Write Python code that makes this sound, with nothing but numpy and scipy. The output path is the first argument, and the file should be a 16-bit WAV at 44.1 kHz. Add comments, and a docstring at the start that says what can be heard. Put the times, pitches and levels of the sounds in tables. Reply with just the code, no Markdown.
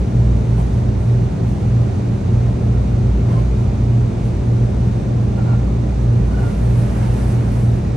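"""A deep, slowly beating hum runs throughout: five cooling motors turn at nearly equal speeds in a brick-walled kitchen.
Each motor is a row of steady tones at multiples of its speed; mains buzz and fan blades add more tones.
A knife slides lightly over a metal pan: rough noise, fizzing at the edge and grinding on the pan floor.
The pan shuffles on its wooden board, with squeaks and board sound made from ringing grit.
Behind it all lie fan rumble and air hiss, both shaped noise, and a pair of microphones hears it in stereo."""
import sys
import numpy as np
from scipy import signal
from scipy.fft import rfft, irfft
from scipy.io import wavfile
from scipy.ndimage import uniform_filter1d

SR = 44100
rng = np.random.default_rng(int(sys.argv[2]) if len(sys.argv) > 2 else 0)


def volts_from_db(level):
    """Convert decibel levels to linear amplitude ratios."""
    exponent = np.asarray(level, float) / 20
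    return 10 ** exponent


def master_out(mix):
    """Clip the mix to full scale and print it as 16-bit PCM to the path in sys.argv[1]."""
    frames = np.transpose(np.atleast_2d(mix))
    ceiling = np.clip(frames, -1, 1)
    pcm = np.round(ceiling * 32767).astype(np.int16)
    wavfile.write(sys.argv[1], SR, pcm)


N = 351036
HZ = np.arange(N // 2 + 1) * SR / N
TIME = np.arange(N) / SR


def colour(noise, points):
    """Shape unit noise to a spectrum in dB per Hz, falling away steeply outside it."""
    hz, db = np.transpose(points)
    octave = np.log2(np.maximum(HZ, 1))
    below = np.maximum(np.log2(hz[0]) - octave, 0)
    above = np.maximum(octave - np.log2(hz[-1]), 0)
    shape_db = np.interp(octave, np.log2(hz), db) - 20.5 * (below + above)
    # unit noise is spread over SR / 2 hertz
    return irfft(rfft(noise) * volts_from_db(shape_db) * np.sqrt(SR / 2), N)


def ring(drive, hz, width_hz, steady=0.):
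    """Grit heard through a resonance whose pitch may slide, with a steady part where it sings; unit rms."""
    slow = signal.lfilter(*signal.butter(2, width_hz / 2, fs=SR), drive)
    carrier = np.exp(2j * np.pi * np.cumsum(hz) / SR)
    tone = np.real((slow / slow.std() + steady) * carrier)
    return tone / tone.std()


def walk(rate):
    """Random levels, rate of them a second, smoothed twice into a wandering line of unit spread."""
    hold = int(SR / rate)
    steps = np.repeat(rng.standard_normal(N // hold + 1), hold)
    line = uniform_filter1d(uniform_filter1d(steps, hold), hold)[:N]
    return line / line.std()


def grit(scatter_db):
    """Dense catches of an edge on a rough surface, a few much bigger than the rest; unit rms."""
    catches = rng.standard_normal(N) * volts_from_db(scatter_db * rng.exponential(size=N))
    return catches / catches.std()


# turning speed of each motor shaft: f/Hz
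SHAFT_HZ = [55.581, 55.906, 58.373, 58.737, 59.064]
MAINS_HZ = 59.981
# which multiples of the turning speed (or of the mains) sound: number
MULTIPLES = [1, 2, 3, 3.5, 4, 5, 6, 7, 8, 10]
# strength of each tone: a row for each shaft and a last row for the mains buzz,
# a column for each multiple: level/dB (rms; -90 means as good as absent)
TONE_DB = [(-29.3, -35, -36, -90, -45, -43, -58, -46, -62, -90),
           (-29, -62, -38, -90, -44, -45, -51, -52, -60, -90),
           (-29, -21.2, -54, -30.5, -43, -55, -44, -50, -54, -51),
           (-29.5, -50, -54, -90, -60, -60, -90, -90, -90, -90),
           (-29, -25.8, -36, -90, -42, -60, -60, -90, -90, -90),
           (-50, -22.2, -56, -90, -41, -90, -45, -90, -50, -90)]
# fan blade and casing tones: f/Hz, level/dB (rms)
BLADE_TONES = [(71.9, -36), (93.6, -37), (131.0, -41), (198.1, -39), (384.7, -46), (657.1, -52),
               (813.9, -58), (1754, -66)]
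# moments when all the once-a-turn tones, then all the twice-a-turn tones, are in step: t/s
IN_STEP_S = (.289, 3.946)


def motors():
    """Steady tones of shafts, mains and blades at two nearby points; close pitches drift in and out of step and beat."""
    tones = []
    for base_hz, row in zip(SHAFT_HZ + [MAINS_HZ], TONE_DB):
        for multiple, db in zip(MULTIPLES, row):
            tones.append((multiple * base_hz, db, multiple))
    for hz, db in BLADE_TONES:
        tones.append((hz, db, 3))  # 3: given a random start, as every multiple above 2 is
    here, there = 0, 0
    for hz, db, multiple in tones:
        start, other = 2 * np.pi * rng.random(size=2)
        in_step = IN_STEP_S[min(int(multiple), 2) - 1]
        angle = 2 * np.pi * hz * (TIME - in_step) + start * (multiple > 2)
        peak = volts_from_db(db) * np.sqrt(2)
        here = here + peak * np.cos(angle)
        there = there + peak * np.cos(angle + other)
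    return np.array([here, there])


# tone of the knife edge, a bright fizz: f/Hz, level/dB (per Hz, relative)
EDGE = [(5000, -8), (7000, -4.5), (9000, -1), (10500, 1.5), (11500, -3), (12300, -37.5)]
# tone of the pan floor, a grind across the middle: f/Hz, level/dB (per Hz, relative)
GRIND = [(350, -4), (700, 2.5), (1500, -6.5), (2300, -10.5), (3500, -18), (5500, -21), (8000, -27)]
# brief touches of the knife edge: peak t/s, fizz level/dB (per Hz, before the edge tone), 20 dB fade t/s
TOUCHES = [(.5, -97, .2), (.595, -87, .14), (.74, -93, .14), (1.03, -93, .25), (1.49, -93, .22),
           (3.315, -92, .26), (3.605, -93, .1), (4.255, -92, .14), (5.37, -100, .1), (5.99, -98, .4)]
TOUCH_RISE_S = .08  # time to rise by 20 dB
RESTING_DB = -105  # faint fizz of the resting blade, dB per Hz before the edge tone
# one long slide round the pan: t/s, edge fizz level/dB, pan floor grind level/dB
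# (both per Hz, before the edge and pan floor tones)
SLIDE = [(6.15, -108, -92), (6.3, -98, -84), (6.46, -89, -75), (6.65, -90, -72), (6.79, -86, -70),
         (6.95, -88, -67), (7.12, -88, -68), (7.21, -84, -68), (7.33, -87, -69), (7.43, -93, -70),
         (7.6, -86, -71), (7.7, -92, -75), (7.95, -106, -79)]
# the grind while the pan shuffles: dB per Hz over the squeak level, and the time to settle
SHUFFLE_GRIND_DB, SETTLE_S = -36, .08


def knife(slip):
    """The edge catches on the metal and fizzes; in the slide and the shuffles the pan floor grinds as well."""
    at, fizz_db, grind_db = np.transpose(SLIDE)
    fizz_power = volts_from_db(RESTING_DB) ** 2 + volts_from_db(np.interp(TIME, at, fizz_db, left=-150)) ** 2
    for peak, db, fade in TOUCHES:
        drop_db = 20 * np.maximum((peak - TIME) / TOUCH_RISE_S, (TIME - peak) / fade)
        fizz_power = fizz_power + volts_from_db(db - drop_db) ** 2
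    grind = volts_from_db(np.interp(TIME, at, grind_db, left=-150))
    for start, length, _, squeak_db, _ in SHUFFLES:
        end = start + length
        push = np.interp(TIME, [start - .01, start, end, end + SETTLE_S], [0, 1, .6, 0])
        grind = grind + volts_from_db(squeak_db + SHUFFLE_GRIND_DB) * push
    edge_sound = np.sqrt(fizz_power) * slip * colour(grit(0.92), EDGE)
    floor_sound = grind * slip * colour(grit(0.9), GRIND)
    return edge_sound + floor_sound


# pan shuffles: start t/s, length t/s, starting squeak f/Hz, squeak level/dB, middle board ring f/Hz
SHUFFLES = [(.582, .035, 1020, -39, 790), (3.285, .11, 1055, -36.5, 560), (5.375, .055, 1390, -43, 820),
            (5.455, .098, 1400, -41.5, 820), (6.312, .18, 1450, -40.5, 680)]
# multiples 1 to 3 of the squeak: level/dB (relative)
SQUEAK_DB = [0, -18, -22]
SAG_PER_S = .1  # the squeak sinks by this share of its pitch a second
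BOARD_DB = 5  # board level over the squeak


def shuffles(slip):
    """Short rubs of pan on wood: a half-sung stick-slip squeak, and grit ringing the board."""
    out = 0
    drive = grit(1.5) + 1j * grit(1.2)
    waver = 1 + .012 * walk(40)
    for start, length, squeak_hz, squeak_db, board_hz in SHUFFLES:
        end = start + length
        push_times = [start - .004, start + .004, start + length / 2, end, end + .015]
        push = np.interp(TIME, push_times, [0, .7, 1, .9, 0])
        hz = waver * squeak_hz * (1 - SAG_PER_S * np.clip(TIME - start, 0, length))
        squeak = 0
        for k, db in enumerate(SQUEAK_DB):
            squeak = squeak + volts_from_db(db) * ring(drive, (k + 1) * hz, 110, steady=1.5)
        # the board's pitch falls during the rub
        falling_hz = np.interp(TIME, [start, end], [1.15 * board_hz, .85 * board_hz])
        board = ring(drive, falling_hz, 300)
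        out = out + push * slip * volts_from_db(squeak_db) * (squeak + volts_from_db(BOARD_DB) * board)
    return out


# fan rumble: f/Hz, level/dB (per Hz, before the slow swell)
RUMBLE = [(24, -67), (33, -57), (42, -53), (51, -38.5), (64, -42.5), (75, -45.5), (94, -35.5), (106, -45.5),
          (145, -44), (190, -49), (230, -50.5), (320, -51.5), (400, -56), (800, -65)]
# air hiss: f/Hz, level/dB (per Hz, before the slight flicker)
HISS = [(500, -65.5), (850, -71), (1100, -72.5), (1800, -79), (2500, -79.5), (3100, -85.5), (3800, -84),
        (5000, -88.5), (6400, -86.5), (7600, -93), (9500, -95.5), (11200, -106), (11700, -104),
        (12200, -112)]


def fans():
    """Turbulent air as shaped noise: rumble that swells slowly and a smooth hiss that barely flickers."""
    rumble = colour(rng.standard_normal(N), RUMBLE) * volts_from_db(0.6 * walk(1.6))
    hiss = colour(rng.standard_normal(N), HISS) * volts_from_db(0.35 * walk(5.8))
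    return rumble + hiss


ROOM_T60_S = 0.61  # time for the wash to fade by 60 dB
# wash against direct sound: for far things in dB (less in the deep bass), for near things as a factor
FAR_WET_DB, NEAR_WET = -5, .22


def room(far, near):
    """Direct sound plus a decaying wash off the brick, weaker for near things and for far sounds' deep bass."""
    tail = rng.standard_normal(N) * np.exp(-np.log(1000) * TIME / ROOM_T60_S)
    # unit energy in time, so about unit strength at each frequency
    tail = rfft(tail / np.linalg.norm(tail))
    wet = volts_from_db(FAR_WET_DB) / (1 + (180 / np.maximum(HZ, 1)) ** 4)
    # the far sound keeps about its overall level
    far_sound = rfft(far) * (1 + wet * tail) / np.sqrt(1 + wet ** 2)
    near_sound = rfft(near) * (1 + NEAR_WET * tail)
    return far_sound + near_sound


# microphone pair: f/Hz, likeness of the sides (-1 to 1), lead of the right side (radians),
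# left minus right level/dB
PAIR = [(60, 0.98, 0, -0.3), (190, .92, 0.19, 0.2), (344, 0.31, 0.42, 0.5), (640, 0.0031, 0.086, -0.5),
        (1080, -0.45, 1.1, -1), (1490, 0.57, 0.08, -2.5), (1980, 0.43, 0.41, -1.5), (3800, 0.53, .7, -2.5),
        (5500, 0.55, 0.82, -4.5), (6400, 0.68, 1.1, -3), (7400, .45, 1.1, -2), (8100, .65, 1.1, 0)]
# the top end, nearly one signal, a third of a millisecond later on the right; same columns
PAIR_TOP = [(8600, .995, .2, 0), (10250, .995, -np.pi, 0), (11750, 1, -2 * np.pi, 0)]


def microphone_pair(shared, alone, hum, hum_alone):
    """Two microphones share part of each sound; the right one adds a part of its own where they are less alike."""
    hz, like, lead, pan_db = np.transpose(PAIR + PAIR_TOP)
    like = np.interp(HZ, hz, np.clip(like, -1, 1))
    lead = np.interp(HZ, hz, lead)
    pan_db = np.interp(HZ, hz, pan_db)
    apart = np.sqrt(1 - like ** 2)
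    # the steady tones stand in a few room modes, so they differ less between the sides than noise does
    hum_right = hum + .45 * apart * hum_alone
    left = shared + hum
    right = like * np.exp(1j * lead) * shared + apart * alone + hum_right
    return irfft([left * volts_from_db(pan_db / 2), right * volts_from_db(-pan_db / 2)], N)


def scene():
    """Make each source twice: what both microphones share, and what the room brings to the right one alone."""
    knife_slip = volts_from_db(.7 * walk(30))
    pan_slip = volts_from_db(1.5 * walk(25))
    shared, alone = (room(fans(), knife(knife_slip) + shuffles(pan_slip)) for _ in range(2))
    hum, hum_alone = rfft(motors())
    return microphone_pair(shared, alone, hum, hum_alone)


def top_cut(x):
    """Nothing passes above the cut-off."""
    return signal.sosfilt(signal.butter(12, 12220, fs=SR, output="sos"), x)


def record(dry):
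    """Hand on the finished mix with no change of level or tone beforehand."""
    return top_cut(dry)


dry = scene()
out = record(dry)
master_out(out)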